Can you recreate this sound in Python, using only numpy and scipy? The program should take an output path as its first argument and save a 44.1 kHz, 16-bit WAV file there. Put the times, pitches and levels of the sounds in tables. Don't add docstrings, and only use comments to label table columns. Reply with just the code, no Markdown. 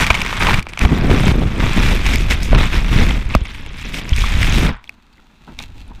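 import sys
import numpy as np
from scipy import signal
from scipy.fft import rfft, irfft
from scipy.io import wavfile
from scipy.ndimage import uniform_filter1d

SR = 44100
rng = np.random.default_rng(int(sys.argv[2]) if len(sys.argv) > 2 else 0)


def wav_out(sig):
    wavfile.write(sys.argv[1], SR, np.round(np.clip(np.atleast_2d(sig).T, -1, 1) * 32767).astype(np.int16))


N = 264600


def amp(db):
    return 10 ** (np.asarray(db) / 20)


def unit(x):
    return x / np.sqrt(np.mean(x ** 2) + 1e-20)


def add(mix, start_s, sound):
    part = mix[max(round(start_s * SR), 0):][:len(sound)]
    part += sound[:len(part)]


def colour(x, spectrum):
    hz, db = np.transpose(spectrum)
    size = 16384
    bin_hz = abs(np.fft.fftfreq(size, 1 / SR)) + 1
    log_gain = np.log(amp(np.interp(np.log(bin_hz), np.log(hz), db)))
    response = np.exp(np.conj(signal.hilbert(log_gain)))
    taps = np.fft.ifft(response).real[:size // 2]
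    return signal.oaconvolve(x, taps)[:len(x)]


def band(x, low_hz, high_hz):
    return signal.sosfilt(signal.butter(2, [low_hz, high_hz], "band", fs=SR, output="sos"), x)


def wander(rate_hz):
    hz = np.fft.rfftfreq(N, 1 / SR)
    return unit(irfft(rfft(rng.standard_normal(N)) * np.exp(-(hz / rate_hz) ** 2), N))


def steady(x, span_s):
    size = int(span_s * SR)
    power = uniform_filter1d(uniform_filter1d(x ** 2, size), size)
    return x / np.sqrt(abs(power) + 1e-12)


def curves(rows):
    times, *columns = np.transpose(rows)
    return [np.interp(np.arange(N) / SR, times, column) for column in columns]


def swells(rows, rise_s=0.02, fall_s=0.04):
    total_db = 0
    for start, length, *rises_db in rows:
        full, end = start + min(rise_s, 1.1 * length), start + length
        envelope, = curves([(start, 0), (full, 1), (end, 1), (end + fall_s, 0)])
        total_db += np.outer(rises_db, envelope)
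    return total_db


def pops(per_s, spread_db):
    size = amp(spread_db * np.minimum(rng.exponential(1, N), 5))
    return size * rng.choice([-1, 1], N) * (rng.random(N) < per_s / SR)


def bubbles(low_hz, high_hz, per_s, cycles, spread_db, sizes=24):
    births = pops(per_s, spread_db)
    size_class = rng.integers(0, sizes, N)
    cloud = np.zeros(N)
    for k, hz in enumerate(np.geomspace(low_hz, high_hz, sizes)):
        age = np.arange(0, 1, hz / (cycles * SR))
        ring = np.sin(2 * np.pi * cycles * age * (1 + 0.07 * age)) * amp(-60 * age)
        ring *= 1 - np.exp(-age / 0.061)
        cloud += signal.oaconvolve(births * (size_class == k), ring * np.sqrt(hz))[:N]
    return unit(cloud)


def swing(peak_db, hz, t60):
    t = np.arange(SR // 4) / SR
    wave = np.sin(2 * np.pi * hz * t) * amp(-60 * t / t60) * (1 - np.exp(-t / (0.064 * t60)))
    return amp(peak_db) * wave / abs(wave).max()


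# (frequency [Hz], level [dB])
EDDY_SPECTRUM = [(8, -0.5), (20, -1.5), (36, 3.5), (70, -5.5), (110, -11.5), (180, -34), (400, -52),
                 (900, -100)]

def eddies(span_s):
    return steady(colour(rng.standard_normal(N), EDDY_SPECTRUM), span_s)


# (frequency [Hz], level [dB])
WASH_SPECTRUM = [(60, -12), (130, -2.5), (240, 3), (330, -6.5), (560, -17), (930, -9), (1150, -21),
                 (1400, -15.5), (1750, -23), (3000, -31), (8000, -56)]

def surf_wash():
    wash = steady(colour(rng.standard_normal(N), WASH_SPECTRUM), span_s=0.081)
    return wash * amp(2.7 * wander(43))


# (frequency [Hz], level [dB])
HISS_SPECTRUM = [(1000, -15), (1950, -7), (2350, -4), (2650, 0.5), (2950, -8), (3400, -4), (3900, -4.5),
                 (5000, -14), (6800, -16), (9000, -22), (11000, -27), (15000, -26)]

def settling_foam():
    hiss = unit(colour(rng.standard_normal(N) + 1.23 * unit(pops(3000, 6.4)), HISS_SPECTRUM))
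    return hiss + amp(-14.5) * bubbles(2800, 9000, per_s=250, cycles=19, spread_db=14)


# (time [s], rocking [dB], wash [dB])
SHORE_LEVELS = [(4.8, -51, -52.5), (4.97, -57, -60), (5.4, -58, -56), (5.55, -38.5, -52.5),
                (5.7, -37.5, -54), (6, -36, -51.5)]
# (start [s], duration [s], wash rise [dB], hiss rise [dB])
WAVELETS = [(5.46, .04, 10.5, 3), (5.575, 0.06, 10.5, 15), (5.74, 0.072, 4, 5.5), (5.89, 0.028, 10, -8)]

def shore():
    rock_db, wash_db = curves(SHORE_LEVELS)
    lap_db, froth_db = swells(WAVELETS)
    return (amp(rock_db + 4.5) * eddies(span_s=0.043)
            + amp(wash_db + lap_db + 5) * surf_wash()
            + amp(wash_db + froth_db + 1) * settling_foam())


# (time [s], peak level [dB], frequency [Hz])
SHORT_RINGS = [(0.487, -5, 920), (.814, -7, 2440), (1.776, -6.5, 266), (2.53, -3.5, 570),
               (3.108, -12, 3200), (3.342, -12.5, 2600), (3.350, -2, 624), (3.3497, -0.5, 1217),
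               (4.134, -12, 3190), (4.24, -11, 1150), (4.43, -5, 2030), (4.876, -32, 3330),
               (4.894, -20, 2520), (5.137, -47, 4540), (5.181, -40, 2050), (5.196, -42, 1316),
               (5.479, -36, 1000), (5.591, -18, 3700), (5.916, -32, 970)]

def plinks():
    mix = np.zeros(N)
    for start, peak_db, hz in SHORT_RINGS:
        add(mix, start, swing(peak_db, hz, t60=0.0097 * (2000 / hz) ** 0.28))
    return mix


# (time [s], peak level [dB], frequency [Hz])
SHOVES = [(0.105, -5, 65), (0.542, -8.5, 95), (.817, -3.5, 48), (.848, 4, 58.5), (0.916, -4.5, 113),
          (.931, -4.5, 204), (1.131, -5, 70), (1.269, -1, 167), (1.288, -3, 85), (1.46, -4.5, 79),
          (1.765, -5, 178), (2.065, -7.5, 44), (2.505, -0.5, 40), (2.553, -13, 56.6), (2.773, -7, 45.2),
          (2.96, 0.5, 126), (3.257, -7.5, 37.5), (3.351, 0, 186), (3.358, -1.5, 53), (3.415, -9.5, 55.5),
          (4.12, 0.5, 60.4)]

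def thumps():
    mix = np.zeros(N)
    for start, peak_db, hz in SHOVES:
        add(mix, start, swing(peak_db, hz, t60=0.049 * (60 / hz) ** 0.83))
    return mix


# (frequency [Hz], level [dB], 60 dB decay time [s])
CASE_MODES = [(2280, 31, 0.0082), (1890, -9, .004), (3404, -8.5, 0.0079)]
# (frequency [Hz], level [dB])
TICK_SPECTRUM = [(2500, -17.5), (4500, 4.5), (5600, 3.5), (6700, 0.5), (9000, -6), (11400, -13.5),
                 (15000, -15.5)]

def knock(level_db, hardness_db, splatter_s):
    push_db = level_db - 9 - 1.16 * hardness_db
    tick_db = level_db - 19 + hardness_db
    upper_db = 0.43 * hardness_db - 2
    t = np.arange(SR // 20) / SR
    spread = t / max(splatter_s, 2e-4)
    droplets = rng.standard_normal(len(t)) * np.exp(-spread) * (1 - np.exp(-spread / 0.23))
    force = 0.23 * droplets + (t == 0)
    shell = sum(amp(db + upper_db * (hz > CASE_MODES[0][0]) - 60 * t / t60) * np.cos(2 * np.pi * hz * t)
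                for hz, db, t60 in CASE_MODES)
    ring = unit(band(signal.fftconvolve(force, shell)[:len(t)], 1480, 4100))
    push = unit(band(force, 600, 1700))
    db_per_octave = 0.35 * max(tick_db + 31, 0)
    tick = unit(colour(droplets, [(hz, db + db_per_octave * np.log2(hz)) for hz, db in TICK_SPECTRUM]))
    blow = amp(level_db - 3) * ring + amp(push_db + 2.1) * push + amp(tick_db + 1.5) * tick
    return blow * np.sqrt(0.0065 * SR / len(t))


# (time [s], level [dB], hardness [dB], splatter duration [s])
IMPACTS = [(.0424, -14.5, 4.5, 0.0041), (.0654, -12.5, 6, 0.003), (0.0724, -15.5, 4, 0.0023),
           (.103, -2, -2, 0.0049), (0.143, -14, 3.5, .003), (.1501, -11, 2.5, 0.0039),
           (0.2037, -18.5, 1.5, 0.0029), (0.216, -13.5, 6, .0023), (.263, -16.5, 3, .0006),
           (0.328, -26, -12, 0.0011), (.4014, -18, 2, 0.0063), (.4311, -19.5, 8.5, 0.0026),
           (0.4694, -11, -0.5, 0.00086), (.4835, -14, -3, 0.0058), (0.5418, -10.5, 2.5, 0.0034),
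           (.5938, -18, 3, 0.00045), (0.626, -28, 8.5, 0.0021), (0.6682, -26.5, -4.5, 0.00023),
           (0.686, -28.5, 8.5, 0.0099), (.735, -25.5, 1.5, 0.0003), (0.775, -20, -0.5, 0.00061),
           (0.792, -19, 10, 0.00088), (.8506, -9.5, -9, .002), (1.114, -20.5, -7.5, 0.00088),
           (2.0632, -14, 4.5, 0.0037), (2.1351, -15.5, 1, 0.0027), (2.1581, -15.5, 8.5, 0.00038),
           (2.4306, -25, 15.5, 0.0016), (2.549, -12.5, -4.5, 0.0018), (3.11, -22, -2.5, 0.00032),
           (3.3506, -12, 8, .0012), (3.4526, -25, 2.5, 0.0054), (3.663, -30, 3, 0.00067),
           (4.0927, -31, 18.5, 0.00041), (4.1633, -35.5, 25, 0.00056), (4.4305, -24, 13, 0.00087),
           (4.8418, -38, 5.5, .0004), (4.8936, -29.5, 6, 0.00016), (5.589, -26, 9, 0.00087),
           (5.6027, -34, -5, 0.0045), (5.6245, -35.5, 14.5, 0.0014)]

def spray_knocks():
    mix = np.zeros(N)
    for start, *impact in IMPACTS:
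        add(mix, start, knock(*impact))
    return mix


# (frequency [Hz], level [dB])
CHURN_SPECTRUM = [(50, -34.5), (110, 3.5), (215, 0), (300, -8), (450, -13.5), (700, -17), (1500, -38),
                  (3000, -96.5)]

def churn(surge):
    glugs = bubbles(130, 385, per_s=110, cycles=6.8, spread_db=2)
    pockets = unit(colour(pops(900, 2.54) * amp(2.6 * surge), CHURN_SPECTRUM))
    return steady(pockets + amp(-7) * glugs, span_s=0.038)


# (frequency [Hz], level [dB])
GURGLE_SPECTRUM = [(200, -25.5), (450, -6.5), (650, -9.5), (900, 4), (1200, 6), (1550, 3.5), (2000, -4),
                   (3200, -49), (6000, -69.5)]

def gurgle(patter, stir):
    rings = bubbles(587, 1780, per_s=400, cycles=18, spread_db=2.5)
    cloud = unit(colour(patter, GURGLE_SPECTRUM)) + amp(-8.5) * rings
    return steady(cloud * amp(1.94 * stir), span_s=0.025)


# (frequency [Hz], level [dB])
FOAM_SPECTRUM = [(700, -37.5), (1500, -8.5), (1900, -4), (2300, 0), (2600, -1), (3000, -7), (3450, -4.5),
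                 (4200, -12.5), (5200, -17.5), (8000, -56.5)]

def foam(patter, stir):
    rush = unit(colour(patter + 0.43 * rng.standard_normal(N), FOAM_SPECTRUM))
    rings = bubbles(1980, 3840, per_s=450, cycles=24, spread_db=3)
    return steady((rush + amp(-6.5) * rings) * amp(1.48 * stir), span_s=0.048)


# (frequency [Hz], level [dB])
FIZZ_SPECTRUM = [(2500, -23), (4500, -2), (5700, 1.5), (7000, -2), (9000, -5.5), (10500, -10.5),
                 (13000, -10.5), (15200, -15)]

def fizz(patter, stir, fizz_db):
    rings = bubbles(4650, 12500, per_s=550, cycles=20, spread_db=5.5)
    ticks = unit(colour(rings, FIZZ_SPECTRUM)) * amp(-3.5 - 0.43 * (fizz_db + 34.5))
    hiss = unit(colour(patter + 1.8 * rng.standard_normal(N), FIZZ_SPECTRUM))
    return steady(hiss * amp(1.28 * stir) + ticks, span_s=0.026)


# (time [s], buffeting [dB], churning [dB], rush of foam [dB])
CURRENT_LEVELS = [(0, -19, -21, -29), (.19, -28, -32, -29.5), (.59, -20, -27.5, -28),
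                  (.63, -36, -43.5, -53), (.78, -39, -41.5, -42.5), (.82, -37, -26, -36),
                  (.98, -15, -16, -32.5), (1.53, -20.5, -24, -37), (1.85, -18.5, -27.5, -28),
                  (2.25, -19.5, -30.5, -34.5), (2.85, -17.5, -27.5, -33), (3.1, -15.5, -24.5, -28.5),
                  (3.26, -26.5, -36, -41.5), (3.7, -30, -40, -43), (4.09, -32.5, -34, -37.5),
                  (4.16, -15.5, -34.5, -26.5), (4.69, -13.5, -16.5, -32.5), (4.8, -46, -64.5, -58.5)]
# (start [s], duration [s], rush rise [dB], churning rise [dB], fineness [dB])
BUBBLE_CLOUDS = [(-.03, 0.051, 10.5, 4, 1), (.39, .13, 6, 7, -2), (.788, 0.043, 9.5, 8, 1.5),
                 (.905, 0.011, 1, 10, 0.5), (1.09, 0.056, 7.5, 3.5, -1), (1.16, 0.091, 6.5, 2, 0.5),
                 (1.25, 0.053, 9, 3, -0.5), (1.58, 0.065, 7, 7, -2), (1.65, 0.11, 4, 3, -0.5),
                 (1.755, 0.049, 3, 11, 0), (1.81, .13, 4, 5, -0.5), (2.04, 0.084, 7, 7.5, 0.5),
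                 (2.12, 0.094, 3.5, 4, 3.5), (2.285, 0.036, 15.5, 7, 0.5), (2.41, .04, 1, 5, 8),
                 (2.51, 0.044, 5.5, 14, -2.5), (2.565, 0.085, 9, 6.5, -2.5), (2.71, 0.059, 7.5, 7.5, -0.5),
                 (2.91, 0.11, 6, 5.5, 0), (3.28, 0.066, 8, 3, -2.5), (3.45, 0.12, 3.5, -1, -0.5),
                 (3.76, 0.13, 5.5, -0.5, 1.5), (3.92, 0.066, 10, 4, 3), (4.1, 0.067, -3, -3, 0),
                 (4.16, 0.048, 1, 2, 3), (4.39, 0.12, 5.5, 1, 1), (4.52, 0.081, 6, 2, 2.5),
                 (4.61, 0.062, 5.5, 5, 1)]

def breaking_wave():
    buffet_db, churn_db, rush_db = curves(CURRENT_LEVELS)
    gush_db, heave_db, fine_db = swells(BUBBLE_CLOUDS)
    rush_db += gush_db
    churn_db += heave_db
    buffet_db += 0.7 * heave_db
    lumps_db = 2 * wander(8)
    spray, breaking = curves([(0.8, 0.82, 0.82), (0.95, 0.022, 0.22)])
    draining, = curves([(4.68, 0), (4.79, 0.96)])
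    gurgle_db = rush_db - 5.5 + 0.4 * (churn_db - rush_db) - fine_db + 8.5 * breaking + 17 * draining
    fizz_db = -42 + 1.106 * (rush_db + 30.5) + fine_db - 7 * draining
    surge = wander(51)
    stir = (1 + 0.5 * spray) * (surge + 0.7 * wander(300))
    patter = unit(pops(4000, 4.2)) + 1.35 * spray * unit(pops(300, 0.63))
    return (amp(buffet_db + lumps_db + 1.77) * eddies(span_s=0.03)
            + amp(churn_db + lumps_db + 0.84) * churn(surge)
            + amp(gurgle_db - 0.5) * gurgle(patter, stir)
            + amp(rush_db + 1.5) * foam(patter, stir)
            + amp(fizz_db + 1.38) * fizz(patter, stir, fizz_db))


def scene():
    transients = spray_knocks() + thumps() + plinks()
    surfaced, = curves([(4.78, 0.0044), (4.87, 0.78)])
    return ((1 - surfaced) * breaking_wave() + surfaced * shore() + transients)[None]


def record(dry):
    knee, cutoff_hz = 6, 15500
    saturated = dry / (1 + abs(dry) ** knee) ** (1 / knee)
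    low_pass = signal.firwin(511, cutoff_hz, window=("kaiser", 9), fs=SR)
    return signal.oaconvolve(saturated, low_pass[None], "same")


dry = scene()
out = record(dry)
wav_out(out)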